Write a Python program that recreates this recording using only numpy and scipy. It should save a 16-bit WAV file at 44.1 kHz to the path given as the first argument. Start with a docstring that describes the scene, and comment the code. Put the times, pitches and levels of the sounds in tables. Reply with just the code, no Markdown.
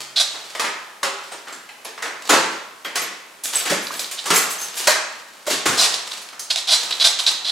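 """Dog leashes are handled at a front door in a small, hard-walled hallway that rings after each sound.
Over a steady noise and a low hum that dies away, straps and a jacket rustle: clumps of uneven tiny clicks.
Throughout, buckles and handles knock (a quick clatter, shaped by the struck parts) and clips ping (fading
tones); in the middle small rings jingle (many random pings) and one squeak (a rough tone) slides up. Two scuffs
open and most come near the end, as person and dogs shuffle: uneven slips ring a creak over a gritty scrape."""
import sys
import numpy as np
from scipy import signal
from scipy.fft import rfft
from scipy.io import wavfile
from scipy.ndimage import uniform_filter1d

SR = 44100
rng = np.random.default_rng(int(sys.argv[2]) if len(sys.argv) > 2 else 0)


def log_audio(samples):
    """Write samples as a 16-bit WAV file to the path given in sys.argv[1]."""
    # one column per channel
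    frames = np.atleast_2d(samples).T
    # limit to full scale, then quantise
    limited = np.clip(frames, -1, 1)
    pcm = np.round(limited * 32767).astype(np.int16)
    wavfile.write(sys.argv[1], SR, pcm)


N = 331191  # length of the scene in samples

# tone colour of each noise: f/Hz, relative level per hertz/dB
AIR_COLOUR = [(25, -33), (60, -49), (140, -4), (400, 4), (1100, 7.5), (3000, 0.5), (8000, -3.5),
              (12000, -7), (16000, -16)]
RUSTLE_COLOUR = [(40, -75), (150, -10.5), (400, -2), (1200, 1), (2600, 1), (4200, 2.5), (7500, -0.5),
                 (11000, -8), (15500, -18.5)]
SCRAPE_COLOUR = [(30, -31.5), (350, -22.5), (650, -4), (1500, -5.5), (2600, -6), (4300, 1.5), (7000, -0.5),
                 (10000, -8.5), (15500, -28)]
KNOCK_COLOUR = [(30, -44), (80, -52), (150, -18), (300, -5), (500, -3.5), (1300, -1.5), (2700, -3.5),
                (4500, -3.5), (7000, -3.5), (10000, -8.5), (15500, -21.5)]
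# how long the hallway rings: f/Hz, time to fall by 60 dB/s
HALL_RING_TIMES = [(150, 0.71), (400, 0.62), (1100, 0.85), (2700, 0.8), (5000, 0.65), (7500, 0.57),
                   (11000, 0.37), (16000, 0.16)]
# how alike the left and right sounds are: f/Hz, likeness/0-1
EAR_LIKENESS = [(150, .99), (300, 0.93), (600, 0.69), (1200, 0.47), (7000, 0.63), (12000, 0.42)]
# movements that rub straps and jacket: t/s, length/s, level/dB
RUBS = [ (-.04, 0.039, -27), (.27, 0.26, -40.5), (1.18, 0.32, -47), (2.2, 0.33, -36.5), (3.44, 0.18, -32),
        (3.9, 0.11, -30.5), (4.18, 0.62, -37), (4.77, 0.12, -27), (5.05, 0.88, -50.5), (5.68, 0.21, -28.5),
        (5.9, 0.29, -36.5), (6.76, 0.33, -30), (7.16, 0.17, -32), (7.43, 0.087, -39.5)]
# stick-slip scuffs: t/s, length/s, place of greatest pressure/0-1, creak level/dB, scrape level/dB
SCUFFS = [ (0.158, 0.038, 0.47, -16, -25), (0.196, 0.023, .3, -15.5, -16.5), (3.868, 0.0047, 0.6, -24, -27),
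          (3.993, 0.0049, .5, -27.5, -20), (4.044, 0.0051, 0.7, -25, -40), (4.171, 0.032, 0.7, -28.5, -36),
          (5.769, .1, 0.4, -32, -15.5), (5.939, 0.0072, 0.6, -21.5, -20), (6.115, 0.0068, 0.7, -26, -29),
          (6.288, 0.0023, .5, -51, -29.5), (6.501, .018, 0.66, -16, -20.5),
          (6.558, 0.0041, 0.9, -16.5, -18.5), (6.570, 0.022, 0.9, -23.5, -24.5),
          (6.67, 0.058, 0.35, -20, -23.5), (6.704, 0.048, .65, -16, -16), (6.908, 0.0117, .3, -21.5, -42),
          (6.924, 0.0062, .5, -16.5, -35), (6.997, 0.036, 0.76, -15, -23.5), (7.039, 0.041, 0.3, -13, -15),
          (7.188, 0.018, .55, -19, -22), (7.262, 0.034, 0.17, -13.5, -20), (7.442, 0.067, 0.9, -22, -33)]
# modes that each slip rings, two broad and four narrow: f/Hz, width/Hz, relative level/dB
CREAK_MODES = [(3350, 460, -1), (3866, 350, 1.5), (3350, 30, 0), (3720, 45, -3), (4035, 52, -5),
               (4070, 30, -5)]
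# buckles and handles knocking: t/s, level/dB, bass before weighting/dB, treble before weighting/dB,
# clatter decay/s, ring of the struck part f/Hz
KNOCKS = [ (.335, -31.5, -7, -9, 0.012, 795), (.549, -26, -10, -8, 0.0036, 710),
          (.594, -18, -4, -5.5, 0.0038, 1240), (.640, -24, 2, -10, 0.0074, 2020),
          (1.029, -17, -3.5, -6.5, 0.004, 990), (1.316, -31.5, -4.5, -9, 0.0069, 680),
          (1.468, -32, -2.5, -17, 0.014, 1480), (1.524, -40.5, 6, 2, 0.0039, 1790),
          (1.689, -35.5, -18, -10.5, 0.0015, 2710), (1.847, -31.5, -2.5, -3.5, 0.0052, 750),
          (1.977, -33, -1, -16, 0.0017, 1760), (2.021, -24, -7, -4.5, .0065, 1740),
          (2.052, -27, -0.5, -16, 0.0096, 1740), (2.290, -10, 2.5, -5, 0.018, 1000),
          (2.326, -16.5, 3.5, -12, 0.012, 423), (2.846, -27, -0.5, -10, 0.0047, 2900),
          (2.954, -21.5, -2.5, 3.5, 0.0057, 2080), (3.015, -30, 5, -2, 0.0059, 2200),
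          (3.435, -34, -20.5, 23, 0.01, 3440), (3.525, -24, -12, 7, 0.038, 3180),
          (3.652, -21.5, -2.5, -2.5, 0.012, 2220), (3.695, -21.5, 10, 0.5, 0.013, 1800),
          (3.994, -37, 2, 15.5, .0064, 3235), (4.111, -34, -6.5, 13, 0.0036, 2200),
          (4.253, -23.5, -2.5, 0.5, .015, 1180), (4.301, -14.5, 3, -2, 0.0098, 1143),
          (4.356, -16.5, -12, 5, 0.0043, 2030), (4.503, -35.5, -18, 20, 0.0057, 1900),
          (4.610, -33.5, -11, 12, 0.0092, 1740), (4.765, -26.5, -22, 13, .02, 3190),
          (4.870, -14, -2.5, 3.5, 0.0038, 1620), (5.463, -24.5, 2.5, 0, 0.023, 560),
          (5.498, -21.5, 7.5, 2, 0.014, 3940), (5.654, -17.5, 7, 0, .011, 1480),
          (6.325, -37, -9, -9, 0.0041, 1370), (6.215, -49, -2, 16, 0.0044, 2200),
          (6.393, -36, -15, 16, 0.0027, 5630)]
# resonances of the knocked door and handles: f/Hz, width/Hz, lift/dB
BODY_RESONANCES = [(420, 110, 4), (544, 18, 2), (877, 105, 0.5), (1092, 18, 4), (1240, 13, 1),
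                   (1840, 680, 1)]
# parts that ring on, metal clips high, handles and door low: t/s, level/dB, f/Hz, time to fall by 60 dB/s
CLINKS = [ (1.319, -42.5, 8560, 0.092), (1.525, -42.5, 7390, 0.064), (1.847, -43, 11150, .045),
          (2.295, -24, 7000, 0.0078), (2.846, -47, 12700, .06), (2.849, -37.5, 3220, 0.051),
          (3.016, -38, 12600, 0.092), (3.436, -36, 10700, .022), (3.556, -22, 7960, .022),
          (3.706, -33, 182, 0.29), (3.712, -26.5, 572, .055), (3.997, -42, 13200, .15),
          (4.305, -35, 178.3, 0.22), (4.365, -23, 7510, 0.042), (4.585, -37, 6300, .11),
          (4.617, -31.5, 6295, 0.21), (4.872, -21.5, 610, 0.048), (4.874, -22, 4250, .018),
          (5.471, -39, 11800, 0.09), (5.470, -27, 596, 0.069), (5.667, -47, 86, 0.17),
          (5.688, -39.5, 138, .15), (5.785, -17, 4050, 0.13)]
# tugs that shake the small rings: t/s, length/s, level/dB
TUGS = [(3.532, 0.077, -31), (3.81, 0.033, -37), (3.912, 0.083, -38), (4.33, .05, -20.5), (4.49, .02, -33),
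        (4.58, 0.045, -35.5), (4.741, 0.056, -37)]
# small rings on the leash: f/Hz, relative level/dB
SMALL_RINGS = [(6290, 5), (7560, 2), (8060, 2), (10560, 7.5), (11900, 5), (13030, 3), (14800, -4)]

TAPS = 2048  # filter length in samples
BINS = np.fft.rfftfreq(TAPS, 1 / SR)  # frequencies in Hz at which filters are drawn
MOMENT = SR / 20  # samples: a blow's level is its energy spread over a twentieth of a second
AIR_DB = -46
RUB_ATTACK_S, RUB_RELEASE_S = 0.042, 0.031
FIDGET_DB = -66.5  # between movements the cloth is never quite still
LIGHT_TOUCH_DB = -4.5  # pressure at both ends of a scuff, against its peak
RING_LIFT_DB, RING_SHARPNESS = 5, 3.4  # height and narrowness of the struck part's ring
# a struck part drops back once, weaker, duller and looser; all are changes from the first blow
REBOUND_S, REBOUND_DB, REBOUND_LOOSENESS = .034, -13.5, 1.6
REBOUND_BASS_DB, REBOUND_TREBLE_DB = 3.5, -7.5
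TUG_ATTACK_S, TUG_RELEASE_S = 0.02, 0.047
PING_T60_S = .034  # time in which a small ring's ping falls by 60 dB
RING_SPREAD = 0.052  # whole range of pitch, as a share of the ring's own
TOUCH_RANGE_DB = 20  # softest against hardest touch
SQUEAK_S, SQUEAK_FROM_HZ, SQUEAK_TO_HZ, SQUEAK_GLIDE_S = 3.905, 1020, 1780, 0.018
CATCH_DB, CATCH_S = -21.5, .003  # loud catch: level and time to its peak
SLIDE_DB, SLIDE_S = -36, 0.023  # faint slide: level and time to its peak
EDGE_HZ = 15900  # upper edge of the sound


def amp(db):
    """Turns decibels into a gain."""
    return 10 ** (np.asarray(db) / 20)


def unit(x):
    """Scales to an energy of one."""
    return x / np.sqrt(np.sum(x ** 2) + 1e-20)


def evened(x):
    """Scales to an rms (average strength) of one."""
    return unit(x) * np.sqrt(x.size)


def read(points, hz):
    """Reads between a table's points on a log-frequency axis."""
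    f, value = np.transpose(points)
    return np.interp(np.log(hz + 1), np.log(f), value)


def add(mix, s, sound):
    """Mixes a sound in at time s."""
    part = mix[..., max(round(s * SR), 0):][..., :sound.shape[-1]]
    part += sound[..., :part.shape[-1]]


def causal(db):
    """Makes a filter with this gain on BINS that responds as early as it can (minimum phase)."""
    log_gain = np.log(amp(np.r_[db, db[-2:0:-1]]))
    return np.fft.ifft(np.exp(np.conj(signal.hilbert(log_gain)))).real


def whiten(x):
    """Keeps the rhythm of a run of clicks but levels its spectrum."""
    power = uniform_filter1d(abs(rfft(x, 4 * TAPS)) ** 2, size=3)[::4]
    db = 10 * np.log10(power / power.mean() + 1e-3)
    return unit(signal.fftconvolve(x, causal(-db)))


def grains(count, spread_db):
    """A dense run of tiny clicks of very uneven size."""
    return rng.standard_normal(count) * amp(spread_db * np.minimum(rng.exponential(1, count), 5))


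def effort(moves, attack, release):
    """Strength of a run of movements: each builds up, holds for its length and dies away."""
    t = np.arange(N) / SR
    power = 0
    for s, length, db in moves:
        rise = np.clip((t - s) / attack, 0, 1)
        fall = np.exp(-np.maximum(t - s - length, 0) / release)
        power = power + (amp(db) * rise * fall) ** 2
    return np.sqrt(power)


def diffuse(count):
    """Short-time spectra of noise from all sides, with the left-right likeness set by pitch."""
    hz, t, (a, b) = signal.stft(rng.standard_normal((2, count)), SR, nperseg=512)
    same = np.clip(read(EAR_LIKENESS, hz), 0, 1)[:, None]
    mid, side = a * np.sqrt(1 + same), b * np.sqrt(1 - same)
    return hz[:, None], t, np.array([mid + side, mid - side])


def hallway(x, direct_db, early_db, pan_db):
    """Direct sound, a cluster of near-wall echoes and a tail that dies faster in the high treble."""
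    hz, t, spectra = diffuse(count=32768)
    tail = spectra * amp(-60 * t / read(HALL_RING_TIMES, hz))
    response = unit(signal.istft(tail, SR)[1])
    t = np.arange(response.shape[1]) / SR
    hits = rng.random(len(t)) < 2500 / SR  # about 2500 echoes a second
    echoes = rng.standard_normal(len(t)) * hits * np.exp(-t / 0.03)
    response += amp(early_db) * unit(np.array([echoes, echoes]))
    response[:, 0] += amp(direct_db) / np.sqrt(2)
    response = np.sqrt(2) * unit(response) * amp([[pan_db / 2], [-pan_db / 2]])
    return signal.fftconvolve(x[None], response, axes=1)


def air():
    """The quiet background of the flat: steady noise coloured by pitch."""
    hz, t, spectra = diffuse(N)
    noise = signal.istft(spectra * amp(read(AIR_COLOUR, hz)), SR)[1][:, :N]
    return amp(AIR_DB) * evened(noise)


def boom():
    """A low resonance of the hallway dies away from the start, by 60 dB in 2.4 s."""
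    t = np.arange(N) / SR
    return amp(-57.5 - 60 * t / 2.4) * np.sin(2 * np.pi * 138 * t)


def rustle():
    """Fibres catch and let go in clumps as straps and sleeves move."""
    strength = effort(RUBS, RUB_ATTACK_S, RUB_RELEASE_S) + amp(FIDGET_DB)
    clumps = evened(uniform_filter1d(rng.standard_normal(N), size=400))
    fibres = grains(N, spread_db=7.0) * amp(5.9 * clumps)
    rubbing = evened(signal.oaconvolve(fibres, causal(read(RUSTLE_COLOUR, BINS)))[:N])
    return hallway(rubbing * strength, direct_db=-1.0, early_db=-7.5, pan_db=-.5)[:, :N]


def creak_ring():
    """Ring of one stroke: the contact shifts each mode by a share of its width."""
    shifts = 0.49 * rng.standard_normal(len(CREAK_MODES))
    modes = 0
    for (hz, width, db), shift in zip(CREAK_MODES, shifts):
        modes = modes + amp(db) ** 2 / (1 + (2 * ((BINS - hz) / width - shift)) ** 2)
    tilt = read([(100, -39), (1500, -1.0), (3200, -0.5), (5000, 7.0), (12000, -21.0)], BINS)  # (Hz, dB)
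    return causal(10 * np.log10(modes) + tilt)


def scuffs():
    """Uneven slips ring a bright, dry creak over a broad gritty scrape."""
    grit, creak, scrape = causal(read(SCRAPE_COLOUR, BINS)), np.zeros(N), np.zeros(N)
    for s, length, peak, creak_db, scrape_db in SCUFFS:
        count = max(round(length * SR), 32)
        place = np.linspace(0, 1, count)
        pressure_db = np.interp(place, [0, np.clip(peak, 0, 1), 1], [LIGHT_TOUCH_DB, 0, LIGHT_TOUCH_DB])
        stroke = signal.windows.tukey(count, .2) * amp(pressure_db)  # pressure builds, then lets go
        gaps = rng.uniform(.3, 1.7, count) * SR / 800  # about 800 slips a second
        at = np.cumsum(np.r_[min(count // 8, 40), gaps]).astype(int)
        at = at[at < count]
        slips = np.zeros(count)
        slips[at] = amp(2.6 * rng.standard_normal(len(at)))
        ringing = unit(signal.fftconvolve(slips * stroke, creak_ring()))
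        add(creak, s, amp(creak_db) * ringing * np.sqrt(count))
        scraping = unit(signal.fftconvolve(grains(count, spread_db=3.5) * stroke, grit))
        add(scrape, s, amp(scrape_db) * scraping * np.sqrt(count))
    creak = hallway(creak, direct_db=7.5, early_db=0.0, pan_db=-2.6)
    scrape = hallway(scrape, direct_db=0, early_db=1.0, pan_db=-1)
    return (creak + scrape)[:, :N]


def knock(level_db, bass_db, treble_db, clatter, ring_hz):
    """A quick clatter of contacts: heavy parts add bass, bare metal adds treble, each part has a broad ring."""
    t = np.arange(SR // 8) / SR
    decay = np.exp(-t / max(clatter, 1 / SR))
    contacts = grains(len(t), spread_db=2.5) * decay * (1 - np.exp(-t / 0.005))
    # the parts meet over a few milliseconds
    clicks = whiten(contacts)[:len(t)] * (1 - np.exp(-t / 0.0029))
    colour = read(KNOCK_COLOUR, BINS)
    for hz, width, db in BODY_RESONANCES:
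        colour += db / (1 + (2 * (BINS - hz) / width) ** 2)
    colour += RING_LIFT_DB / (1 + (RING_SHARPNESS * (BINS / ring_hz - 1)) ** 2)
    # weights: (Hz, share of the bass or treble setting)
    bass = bass_db * read([(70, 0.29), (140, 1.4), (280, 1.06), (650, 0.19)], BINS)
    treble = treble_db * read([(2000, 0), (11000, 0.92)], BINS)
    body = causal(colour + bass + treble) / np.sqrt(np.mean(amp(colour) ** 2))
    return amp(level_db) * signal.fftconvolve(unit(clicks), body) * np.sqrt(MOMENT)


def knocks():
    """Every knock and its rebound share one freshly drawn pattern of hallway echoes."""
    out = np.zeros((2, N))
    for s, level_db, bass_db, treble_db, clatter, ring_hz in KNOCKS:
        blow = np.zeros(SR // 4)
        add(blow, 0, knock(level_db, bass_db, treble_db, clatter, ring_hz))
        rebound = knock(level_db + REBOUND_DB, bass_db + REBOUND_BASS_DB, treble_db + REBOUND_TREBLE_DB,
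                        clatter * REBOUND_LOOSENESS, ring_hz)
        add(blow, REBOUND_S, rebound)
        add(out, s, hallway(blow, direct_db=-5.5, early_db=-2, pan_db=-0.5))
    return out


def clinks():
    """Each part rings with a close pair of modes and a weaker one above."""
    t, out = np.arange(SR // 4) / SR, np.zeros(N)
    partials = [(1, 4), (1.014, -1), (1.48, -19)]  # (times the pitch, dB)
    for s, level_db, hz, t60 in CLINKS:
        ping = sum(amp(db) * np.cos(2 * np.pi * hz * ratio * t) for ratio, db in partials)
        fading = unit(ping * amp(-60 * t / t60))
        add(out, s, amp(level_db) * fading * np.sqrt(MOMENT))
    return hallway(out, direct_db=-2, early_db=5, pan_db=-1.2)[:, :N]


def jingle():
    """Many small rings of slightly different size touch at random, each with its own short ping."""
    first = TUGS[0][0]
    last = TUGS[-1][0] + TUGS[-1][1] + 4 * TUG_RELEASE_S
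    t, out = np.arange(SR // 12) / SR, np.zeros(N)
    for when, which, size, softness in rng.random(size=(2400, 4)):
        hz, db = SMALL_RINGS[int(which * len(SMALL_RINGS))]
        pitch = hz * (1 + RING_SPREAD * (size - .5))
        level = amp(db - TOUCH_RANGE_DB * softness - 60 * t / PING_T60_S)
        add(out, first + when * (last - first), level * np.sin(2 * np.pi * pitch * t))
    steady = unit(out) * np.sqrt((last - first) * SR)
    shaken = steady * effort(TUGS, TUG_ATTACK_S, TUG_RELEASE_S)
    return hallway(shaken, direct_db=6, early_db=-10, pan_db=1.0)[:, :N]


def squeak():
    """A short rough tone that slides upward and breaks up as the grip comes and goes."""
    t = np.arange(SR // 8) / SR
    pitch = SQUEAK_TO_HZ + (SQUEAK_FROM_HZ - SQUEAK_TO_HZ) * np.exp(-t / SQUEAK_GLIDE_S)
    level = 0
    for db, peak in [(CATCH_DB, CATCH_S), (SLIDE_DB, SLIDE_S)]:
        level = level + amp(db) * (t / peak * np.exp(1 - t / peak)) ** 2
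    waver = 1 + 0.064 * evened(uniform_filter1d(rng.standard_normal(len(t)), size=60))
    grip_db = 4 * evened(uniform_filter1d(rng.standard_normal(len(t)), size=200))
    grip = evened(amp(grip_db))
    tone = np.sqrt(2) * np.sin(2 * np.pi * np.cumsum(pitch * waver) / SR)
    return SQUEAK_S, hallway(tone * grip * level, direct_db=9, early_db=-4, pan_db=-2)


def scene():
    """All handling sounds over the background and the low resonance."""
    mix = air() + boom() + rustle() + scuffs() + knocks() + clinks() + jingle()
    add(mix, *squeak())
    return mix


def record(dry):
    """Rounds off the highest peaks, then removes what lies above the upper edge."""
    rounded = dry / (1 + dry ** 6) ** (1 / 6)
    lowpass = signal.firwin(511, EDGE_HZ, window=("kaiser", 9), fs=SR)
    return signal.oaconvolve(rounded, lowpass[None], "same")


dry = scene()
out = record(dry)
log_audio(out)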